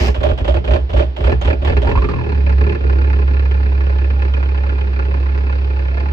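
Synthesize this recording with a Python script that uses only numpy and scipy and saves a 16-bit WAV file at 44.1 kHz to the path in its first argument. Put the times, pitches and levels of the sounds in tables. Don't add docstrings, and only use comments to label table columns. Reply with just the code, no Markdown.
import sys
import numpy as np
from scipy import signal
from scipy.fft import rfft, irfft, next_fast_len
from scipy.io import wavfile
from scipy.ndimage import uniform_filter1d

SR = 44100
rng = np.random.default_rng(int(sys.argv[2]) if len(sys.argv) > 2 else 0)


def dump_mix(stems):
    frames = np.atleast_2d(stems).T
    limited = np.clip(frames, -1, 1)
    pcm = np.round(limited * 32767).astype(np.int16)
    wavfile.write(sys.argv[1], SR, pcm)


N = 269892
T = np.arange(N) / SR

# time_s, firings_per_s
RUNNING_SPEED = [(1.932, 47.66), (2.135, 41.01), (2.25, 37.17), (2.36, 34.61), (2.55, 33.78), (2.7, 37.12),
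                 (2.8, 32.97), (2.92, 34.41), (3.3, 34.03), (4.1, 33.82), (4.8, 33.88), (4.95, 32.86),
                 (5.15, 33.97), (5.7, 33.74), (5.9, 32.94), (6.12, 36.69)]
# time_s, knock_db, puff_db (before each firing's own differences)
ENGINE_LOAD = [(2.13, -28.5, -27), (2.4, -30, -32), (2.65, -26, -24), (3.0, -27.5, -27), (3.7, -30, -32),
               (5.0, -30, -31), (6.12, -32, -33.5)]
# time_s, extra_db
PULSE_HARDNESS = [(1.1, -3.5), (1.9, -3.5), (2.25, 7), (2.6, 0), (3.4, -0.5)]
# time_s, knock_db, rattle_db, honk_db
STUMBLING_FIRINGS = [(0.004, -25, -35, -18), (0.035, -27, -35.5, -31), (0.081, -19, -43, -25),
                     (0.204, -29, -36.5, -19), (0.231, -34, -26, -8.5), (0.26, -22.5, -65, -29),
                     (0.287, -28, -31.5, -13.5), (0.311, -25, -55, -44), (0.407, -29.5, -56, -34),
                     (0.444, -32, -32.5, -20.5), (0.478, -25, -28, -10), (0.541, -25.5, -33.5, -14.5),
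                     (0.566, -22, -53, -41), (0.641, -35.5, -35.5, -24.5), (0.675, -24.5, -33.5, -13.5),
                     (0.707, -21, -31.5, -14.5), (0.734, -19.5, -30.5, -10.5), (0.759, -19.5, -47, -28),
                     (0.892, -42.5, -36, -25), (0.931, -28, -32, -12.5), (0.964, -22.5, -30, -19),
                     (0.993, -19.5, -31.5, -10.5), (1.021, -23.5, -50.5, -30), (1.204, -29.5, -33.5, -24),
                     (1.239, -23, -29.5, -25), (1.268, -18.5, -42, -14), (1.293, -20.5, -38, -35),
                     (1.318, -16, -38.5, -45), (1.412, -35.5, -30.5, -25), (1.447, -27.5, -30, -29),
                     (1.474, -21.5, -33, -18), (1.501, -16, -41, -17), (1.527, -21, -48.5, -28),
                     (1.617, -34, -37.5, -21), (1.645, -27.5, -28.5, -30), (1.672, -20, -33.5, -26),
                     (1.696, -17, -48, -31), (1.721, -22, -38, -28), (1.767, -16, -38, -40),
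                     (1.817, -38, -32, -16), (1.847, -25.5, -44.5, -38), (1.87, -18.5, -41, -28),
                     (1.89, -21.5, -34, -25.5), (1.913, -17.5, -50, -31), (1.954, -22, -37.5, -40),
                     (1.975, -22, -37.5, -36.5), (2.019, -20.5, -52, -41), (2.041, -21.5, -40.5, -47),
                     (2.087, -19.5, -40, -48)]
# time_s, rattle_db, boom_db
CRANK_KICKBACKS = [(0.143, -31.5, -11.5), (0.376, -32.5, -12), (1.163, -33.5, -15)]
# extra_knock_db, extra_puff_db, ring_hz, relative_ring_db, balance_db
CYLINDER_TRAITS = [(3.3, -1, 1000, 14, -9.5), (4.5, -0.5, 3100, 9.5, -1), (1.5, 2, 1700, 12, -7.5),
                   (3, -1.5, 2550, 7.5, -11.5)]

RUNS_FROM_S = 2.105


def from_db(db):
    return 10 ** (np.asarray(db) / 20)


def at_time(rows, s):
    times, *columns = np.transpose(rows)
    return [np.interp(s, times, column) for column in columns]


def at_hz(points, hz):
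    knots, values = np.transpose(points)
    return np.interp(np.log(hz + 1), np.log(knots), values)


def pan(db):
    return from_db(db * np.array([[.5], [-.5]]))


def filtered(x, hz, kind="low"):
    return signal.sosfilt(signal.butter(2, hz, kind, fs=SR, output="sos"), x)


def resonate(x, hz, width_hz):
    r = np.exp(-np.pi * width_hz / SR)
    feedback = [1, -2 * r * np.cos(2 * np.pi * hz / SR), r * r]
    return signal.lfilter([1, 0, -1], feedback, x + 1e-18) * np.sqrt((1 - r * r) / 2)


def mode(drive, hz, width_hz, db, balance_db, lead_rad):
    wave = resonate(drive, hz, width_hz)
    wave = filtered(wave, min(1.34 * hz, 5600))
    late = np.interp(T - lead_rad / (2 * np.pi * hz), T, wave)
    return from_db(db) * pan(balance_db) * np.array([wave, late])


def pair(mid, side, hz):
    # pitch_hz, likeness (1 the same, -1 opposite)
    stereo_likeness = [(100, 1), (270, 1), (450, 0.81), (1220, -0.82), (2000, -0.23), (3300, -0.66),
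                       (5500, 0.77), (10000, 0.52)]
    alike = np.clip(at_hz(stereo_likeness, hz), -.98, .98)
    mid = mid * np.sqrt((1 + alike) / 2)
    side = side * np.sqrt((1 - alike) / 2)
    return np.array([mid + side, mid - side])


def hiss(envelope, colour):
    # pitch_hz, balance_db
    noise_balance = [(60, 6.5), (160, 8.5), (450, -11.5), (1220, -7), (2500, -1.5), (3300, -1.5),
                     (5000, 12), (8000, 11.5), (13000, 0.5)]
    size = 2 * next_fast_len(N // 2 + 4096)
    hz = np.fft.rfftfreq(size, 1 / SR)
    gain = from_db(at_hz(colour, hz))
    cepstrum = irfft(np.log(gain / np.sqrt(np.mean(gain ** 2))))
    cepstrum[1:size // 2] *= 2
    cepstrum[size // 2 + 1:] = 0
    noise = rng.standard_normal((2, N)) * envelope
    mid, side = rfft(noise, size) * np.exp(rfft(cepstrum))
    return irfft(pair(mid, side, hz) * pan(at_hz(noise_balance, hz)))[:, :N]


def clicks(times, sizes):
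    return np.bincount(np.clip(times * SR, 0, N - 1).astype(int), sizes, N)


def die_away(x, s):
    return signal.lfilter([1], [1, -np.exp(-1 / (s * SR))], x + 1e-18)


def bursts(times, level_db, hold_s, decay_s, tail_db, tail_s):
    energy = clicks(times, from_db(level_db) ** 2)
    power = die_away(energy, decay_s) + from_db(tail_db) ** 2 * die_away(energy, tail_s)
    return np.sqrt(die_away(power, hold_s) / (hold_s * SR))


def swells(times, level_db, half_s):
    return sum(from_db(db) ** 2 / (1 + ((T - s) / half_s) ** 2 / 2) ** 4
               for s, db in zip(times, level_db))


def grit(rough_db=2.5, size=24):
    grains_db = rough_db * rng.standard_normal(N // size + 1).clip(-2, 2)
    gain = np.repeat(from_db(grains_db), size)[:N]
    return gain / np.sqrt(np.mean(gain ** 2))


def breathy(hz, width_hz):
    waver = filtered(rng.standard_normal((2, N)), width_hz)
    slow_noise = (waver[0] + 1j * waver[1]) / waver.std()
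    carrier = np.exp(2j * np.pi * np.cumsum(hz) / SR)
    return (slow_noise * carrier).real


def running_firings(scatter_db=2.2, jitter_s=0.0002, puff_share=0.35, lump_db=1.36):
    # time_s, extra_knock_db
    odd_firings = [(2.435, -6.5), (2.462, 7.5), (2.492, 9), (2.52, 5), (2.55, -22), (2.611, 7.5),
                   (2.693, 4), (2.78, -26), (2.806, -2.5), (2.896, 5.5), (3.041, 4.5), (3.1, 5.5),
                   (3.16, 1.5), (2.984, 3), (3.25, -20.5), (3.335, 4.5), (3.453, 6.5), (3.48, -16.5),
                   (3.51, 7), (3.54, 4.5), (3.804, 6.5), (4.072, -6), (4.31, -14), (4.336, 8), (4.427, 7.5),
                   (4.543, 5), (4.633, 5.5), (4.9, -7.5), (4.991, 9.5), (5.138, 6.5), (5.97, 7.5)]
    speed = at_time(RUNNING_SPEED, T)[0] * (T > RUNNING_SPEED[0][0])
    count = np.cumsum(speed) / SR
    times = np.interp(np.arange(int(count[-1]) + 1), count, T)
    cylinder = np.arange(len(times)) % len(CYLINDER_TRAITS)
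    late, harder, fuller = rng.standard_normal((len(times), 3)).T
    own_db, own_puff_db = np.array(CYLINDER_TRAITS)[cylinder, :2].T
    extra_db = own_db + scatter_db * harder
    for s, db in odd_firings:
        extra_db[np.argmin(abs(times - s))] = db
    knock_db, puff_db = at_time(ENGINE_LOAD, times)
    puff_db = puff_db + own_puff_db + puff_share * extra_db + lump_db * fuller
    rows = np.array([times + jitter_s * late, knock_db + extra_db, puff_db, cylinder])
    return rows[:, times > RUNS_FROM_S]


def firings(running):
    times, knock_db = np.transpose(STUMBLING_FIRINGS)[:2]
    puff_db = -19 + 0.46 * (knock_db + 19.0)
    return np.hstack([[times, knock_db, puff_db], running[:3]])


def honks(delay_s=0.0064, kick_honk_db=-22.5):
    times, _, _, level_db = np.transpose(STUMBLING_FIRINGS)
    kick_s = np.array(CRANK_KICKBACKS)[:, 0]
    return np.r_[times, kick_s] + delay_s, np.r_[level_db, np.full(len(kick_s), kick_honk_db)]


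def jerks():
    return np.vstack([np.array(STUMBLING_FIRINGS)[:, ::2], np.array(CRANK_KICKBACKS)[:, :2]]).T


def puffs(times, puff_db, kick_lag_s=.022, kick_puff_db=-25.5):
    kick_s = np.array(CRANK_KICKBACKS)[:, 0] + kick_lag_s
    return np.r_[times, kick_s], np.r_[puff_db, np.full(len(kick_s), kick_puff_db)]


def whirr():
    # pitch_hz, relative_level_db
    whirr_colour = [(25, 2.5), (60, -16), (130, 9.5), (450, 0), (750, -7.5), (2600, -12.5), (3300, -12.5),
                    (4900, -23.5), (6500, -39.5), (8000, -50), (10000, -64), (15000, -50.5)]
    level_db = np.interp(T, [1.5, 2.0], [-40.5, -36.5])
    return hiss(from_db(level_db), whirr_colour)


def hoots(waver_hz=22):
    # time_s, half_length_s, pitch_hz, level_db
    hoot_rows = [(4.196, 0.045, 825, -42), (5.992, 0.057, 679, -40.5)]
    return pan(-10.0) * sum(np.sqrt(swells([s], [db], half_s)) * breathy(np.full(N, hz), waver_hz)
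                            for s, half_s, hz, db in hoot_rows)


def ping(time_s=1.413, balance_db=10.0, lead_rad=1.0):
    # pitch_hz, width_hz, relative_level_db
    steel_part = (6465, 50, -17)
    return mode(clicks(np.array([time_s]), [1.]), *steel_part, balance_db, lead_rad)


def whistle(times, knock_db, width_hz=80, whistle_db=-4.5, follow=0.69, chop_s=0.0049):
    # time_s, pitch_hz, relative_level_db
    whistle_curve = [(1.8, 720, -24.5), (1.875, 850, -16), (1.955, 1010, -14), (2.03, 1130, -16.5),
                     (2.09, 1204, -19), (2.17, 1026, -20), (2.27, 816, -20.5), (2.34, 790, -51)]
    hz, level_db = at_time(whistle_curve, T)
    throb = bursts(times, follow * (knock_db + 19.5), 0.00063, chop_s, -20.5, 0.044)
    return pan(-8.5) * from_db(level_db + whistle_db) * throb * breathy(hz, width_hz)


def gears(clatter_db=4.0, rasp_db=-22.5, release_s=0.083):
    # pitch_hz, relative_level_db
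    rasp_colour = [(400, 6.5), (1500, -6), (2600, 1), (3800, -11), (5200, -12.5), (6200, -18), (8000, -28),
                   (10000, -37.5), (12700, -31.5), (15500, -31)]
    # pitch_hz, relative_level_db
    clatter_colour = [(300, -14), (800, 7.5), (2200, -1), (3200, 4), (4000, -9), (5000, -19), (6500, -27),
                      (8000, -30.5), (10000, -50), (12700, -34), (15500, -39.5)]
    rasp = from_db(rasp_db) * np.exp(-np.maximum(T - release_s, 0) / 0.023)
    rattle = bursts(*jerks(), 0.002, 0.017, -14.5, 0.012)
    teeth = grit(rough_db=3.6)
    return hiss(rasp * teeth, rasp_colour) + from_db(clatter_db) * hiss(rattle * teeth, clatter_colour)


def cylinder_rings(running, width_hz=55, lead_rad=2.7, scatter_db=4.0):
    times, knock_db, _, cylinder = running
    knock_db = knock_db + scatter_db * rng.standard_normal(len(times))
    out = 0
    for k, (_, _, hz, db, balance_db) in enumerate(CYLINDER_TRAITS):
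        strikes = clicks(times, from_db(knock_db) * (cylinder == k))
        out = out + mode(strikes, hz, width_hz, db, balance_db, lead_rad)
    return out


def knock(times, level_db, broad_db=-9.0, modes_db=-4.5, rumble_db=-39.5, second_crack_s=.0045, second_crack_db=-2.0):
    # pitch_hz, relative_level_db
    crack_colour = [(250, -7.5), (500, -16), (800, 4.5), (1800, 2.5), (2650, 5), (3200, -16), (4900, -20.5),
                    (6000, -27), (8000, -39), (10000, -64), (12700, -50), (15500, -71.5)]
    # pitch_hz, width_hz, relative_level_db, balance_db, lead_rad
    block_modes = [(564.4, 26, -1.5, 0, 2), (850.5, 27, -4, -1, 1.83), (1027.5, 34, -10, -8.5, 2.5),
                   (1130, 390, -10.5, -6, 1.5), (1401, 62, -2, -3.5, 3.5), (1730, 40, -6.5, 0.5, 1.65),
                   (2103, 99, -7.5, -3, 3.5), (2427, 53, -14, -18, -4.5), (2608, 40, -8, 0, 4),
                   (4044, 240, -20.5, 10.5, -1.65), (4600, 220, -20, 6.5, -1.5)]
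    times = np.r_[times, times + second_crack_s * rng.uniform(.5, 1.5, len(times))]
    level_db = np.r_[level_db, level_db + second_crack_db]
    crack = bursts(times, level_db, .0008, .004, -19, .022)
    out = from_db(broad_db) * hiss(crack * grit(), crack_colour)
    rumble = from_db(rumble_db) * np.clip(T / RUNS_FROM_S, 0, 1) ** 2
    for row in block_modes:
        mix_db = rng.normal(0, 2.0, len(times))
        strength = bursts(times, level_db + mix_db, .0007, .0029, -20, .022)
        drive = rng.standard_normal(N) * np.hypot(strength, rumble)
        out += from_db(modes_db) * mode(drive, *row)
    return out


def drone(lead_s=.002):
    # multiple_of_firing_rate, relative_level_db, balance_db
    harmonics = [(4, -8.5, -2), (8, -17.5, 2)]
    rate = at_time(RUNNING_SPEED, T)[0]
    firing_count = np.cumsum(rate * (T > RUNNING_SPEED[0][0])) / SR + lead_s * rate
    level_db = at_time(ENGINE_LOAD, T)[1] + .5 * at_time(PULSE_HARDNESS, T)[0]
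    running = np.clip((T - 2.02) / .1, 0, 1)
    lines = sum(from_db(db) * pan(balance_db) * np.sin(2 * np.pi * round(order) * firing_count)
                for order, db, balance_db in harmonics)
    return running * from_db(level_db) * lines


def bark(bark_db=-1.5, waver_hz=40, slide_share=.04, slide_s=.012):
    # pitch_hz, width_hz, relative_level_db, balance_db, lead_rad
    tailpipe_tones = [(276, 10, -17, 4, 0.5), (354, 10, -13, -9.5, 1.5), (556, 12, -1, -10, -2.5),
                      (612, 12, -5, -16, 0.98), (707, 44, -11, 1, -3.5)]
    times, level_db = honks()
    gush = bursts(times, level_db, .007, .009, -30, .04)
    age_s = T - np.maximum.accumulate(T * (clicks(times, from_db(level_db)) > 0))
    slide = 1 + slide_share * np.tanh(age_s / slide_s - 1)
    out = 0
    for hz, width_hz, db, balance_db, lead_rad in tailpipe_tones:
        waver = filtered(rng.standard_normal(N), waver_hz)
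        pitch_hz = hz * slide + width_hz * waver / waver.std()
        phase = 2 * np.pi * np.cumsum(pitch_hz) / SR
        out = out + from_db(db) * pan(balance_db) * np.sin([phase, phase - lead_rad])
    return from_db(bark_db) * gush * out


def boom_level(peak_share=0.63, swell_s=0.038, second_swell_s=0.034, kick_lag_s=0.051, kick_swell_s=0.012):
    # start_s, length_s, boom_db, second_boom_db, second_lag_s (after the surge's end)
    surges = [(-0.028, 0.065, -11, -10.5, 0.062), (0.197, 0.11, -14.5, -13, 0.013),
              (0.447, 0.11, -10, -13.5, 0.018), (0.648, 0.12, -8.5, -14, 0.068),
              (0.906, 0.12, -8, -16, 0.057), (1.202, 0.11, -8.5, -12.5, 0.065),
              (1.41, 0.12, -9.5, -15, 0.067), (1.62, 0.096, -11.5, -9, 0.062),
              (1.816, 0.078, -11.5, -28, 0.024)]
    # time_s, level_db
    boom_curve = [(1.9, -27.5), (1.98, -8), (2.08, -19), (2.23, -24), (2.37, -12.5), (2.63, -9.5),
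                  (2.78, -21.5), (2.87, -11), (3.7, -12.5), (4.2, -13), (4.95, -15.5), (5.2, -14),
                  (6.12, -16)]
    start, length, first_db, second_db, lag = np.transpose(surges)
    kick_s, _, kick_db = np.transpose(CRANK_KICKBACKS)
    power = (swells(start + peak_share * length, first_db, swell_s)
             + swells(start + length + lag, second_db, second_swell_s)
             + swells(kick_s + kick_lag_s, kick_db, kick_swell_s))
    return np.sqrt(power + from_db(at_time(boom_curve, T)[0]) ** 2)


def boom(times, level_db, hz=64.77, width_hz=11, delay_s=0.0042, dark_hz=82):
    wave = resonate(clicks(times + delay_s, from_db(level_db / 2)), hz, width_hz)
    wave = filtered(wave, [44, dark_hz], "band")
    power = uniform_filter1d(abs(signal.hilbert(wave)) ** 2 / 2, size=700)
    return pan(-2.2) * boom_level() * wave / np.sqrt(abs(power) + 1e-12)


def exhaust(times, level_db, pulse_db=21.5, gas_db=-3.0, broad_db=-4.0, soft_hz=520, echo_db=-6.0,
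            echo_s=.0122):
    # pitch_hz, relative_level_db
    puff_colour = [(80, -27.5), (180, 16), (450, 20), (700, -10), (1200, -4.5), (2500, -54), (8000, -61.5)]
    # pitch_hz, width_hz, relative_level_db, balance_db, lead_rad
    pipe_modes = [(124.2, 5.9, 6.5, 1, 8), (174.1, 7.2, -2, 3.5, 1.5), (249.5, 23, -8.5, 5, -0.4),
                  (277.8, 15, -6, 2, -0.8), (350.6, 30, -5, -8, -1.66), (408.5, 23, -3.5, -3.5, 2),
                  (398, 61, -5.5, 2.5, 2), (564, 79, -4.5, 1.5, 3)]
    gush = bursts(times, level_db, .002, .008, -18, .05)
    pulse = from_db(pulse_db) * clicks(times, from_db(level_db + at_time(PULSE_HARDNESS, times)[0]))
    pulse = filtered(pulse, soft_hz)
    out = from_db(broad_db) * hiss(gush * grit(), puff_colour)
    for row in pipe_modes:
        gas = from_db(gas_db) * row[0] / 450 * gush * rng.standard_normal(N)
        out += mode(pulse + gas, *row)
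    echo = filtered(out, 200, "high")
    return out + from_db(echo_db) * np.array([np.interp(T - echo_s, T, side) for side in echo])


def scene():
    running = running_firings()
    times, knock_db, puff_db = firings(running)
    engine = hoots() + ping() + whistle(times, knock_db) + gears()
    engine = engine + cylinder_rings(running) + knock(times, knock_db)
    tailpipe = drone() + bark() + boom(times, puff_db) + exhaust(*puffs(times, puff_db))
    return whirr() + engine + tailpipe


def record(dry):
    rounded = dry / (1 + dry ** 8) ** (1 / 8)
    return signal.sosfilt(signal.cheby2(12, 70, 15700, fs=SR, output="sos"), rounded)


dry = scene()
out = record(dry)
dump_mix(out)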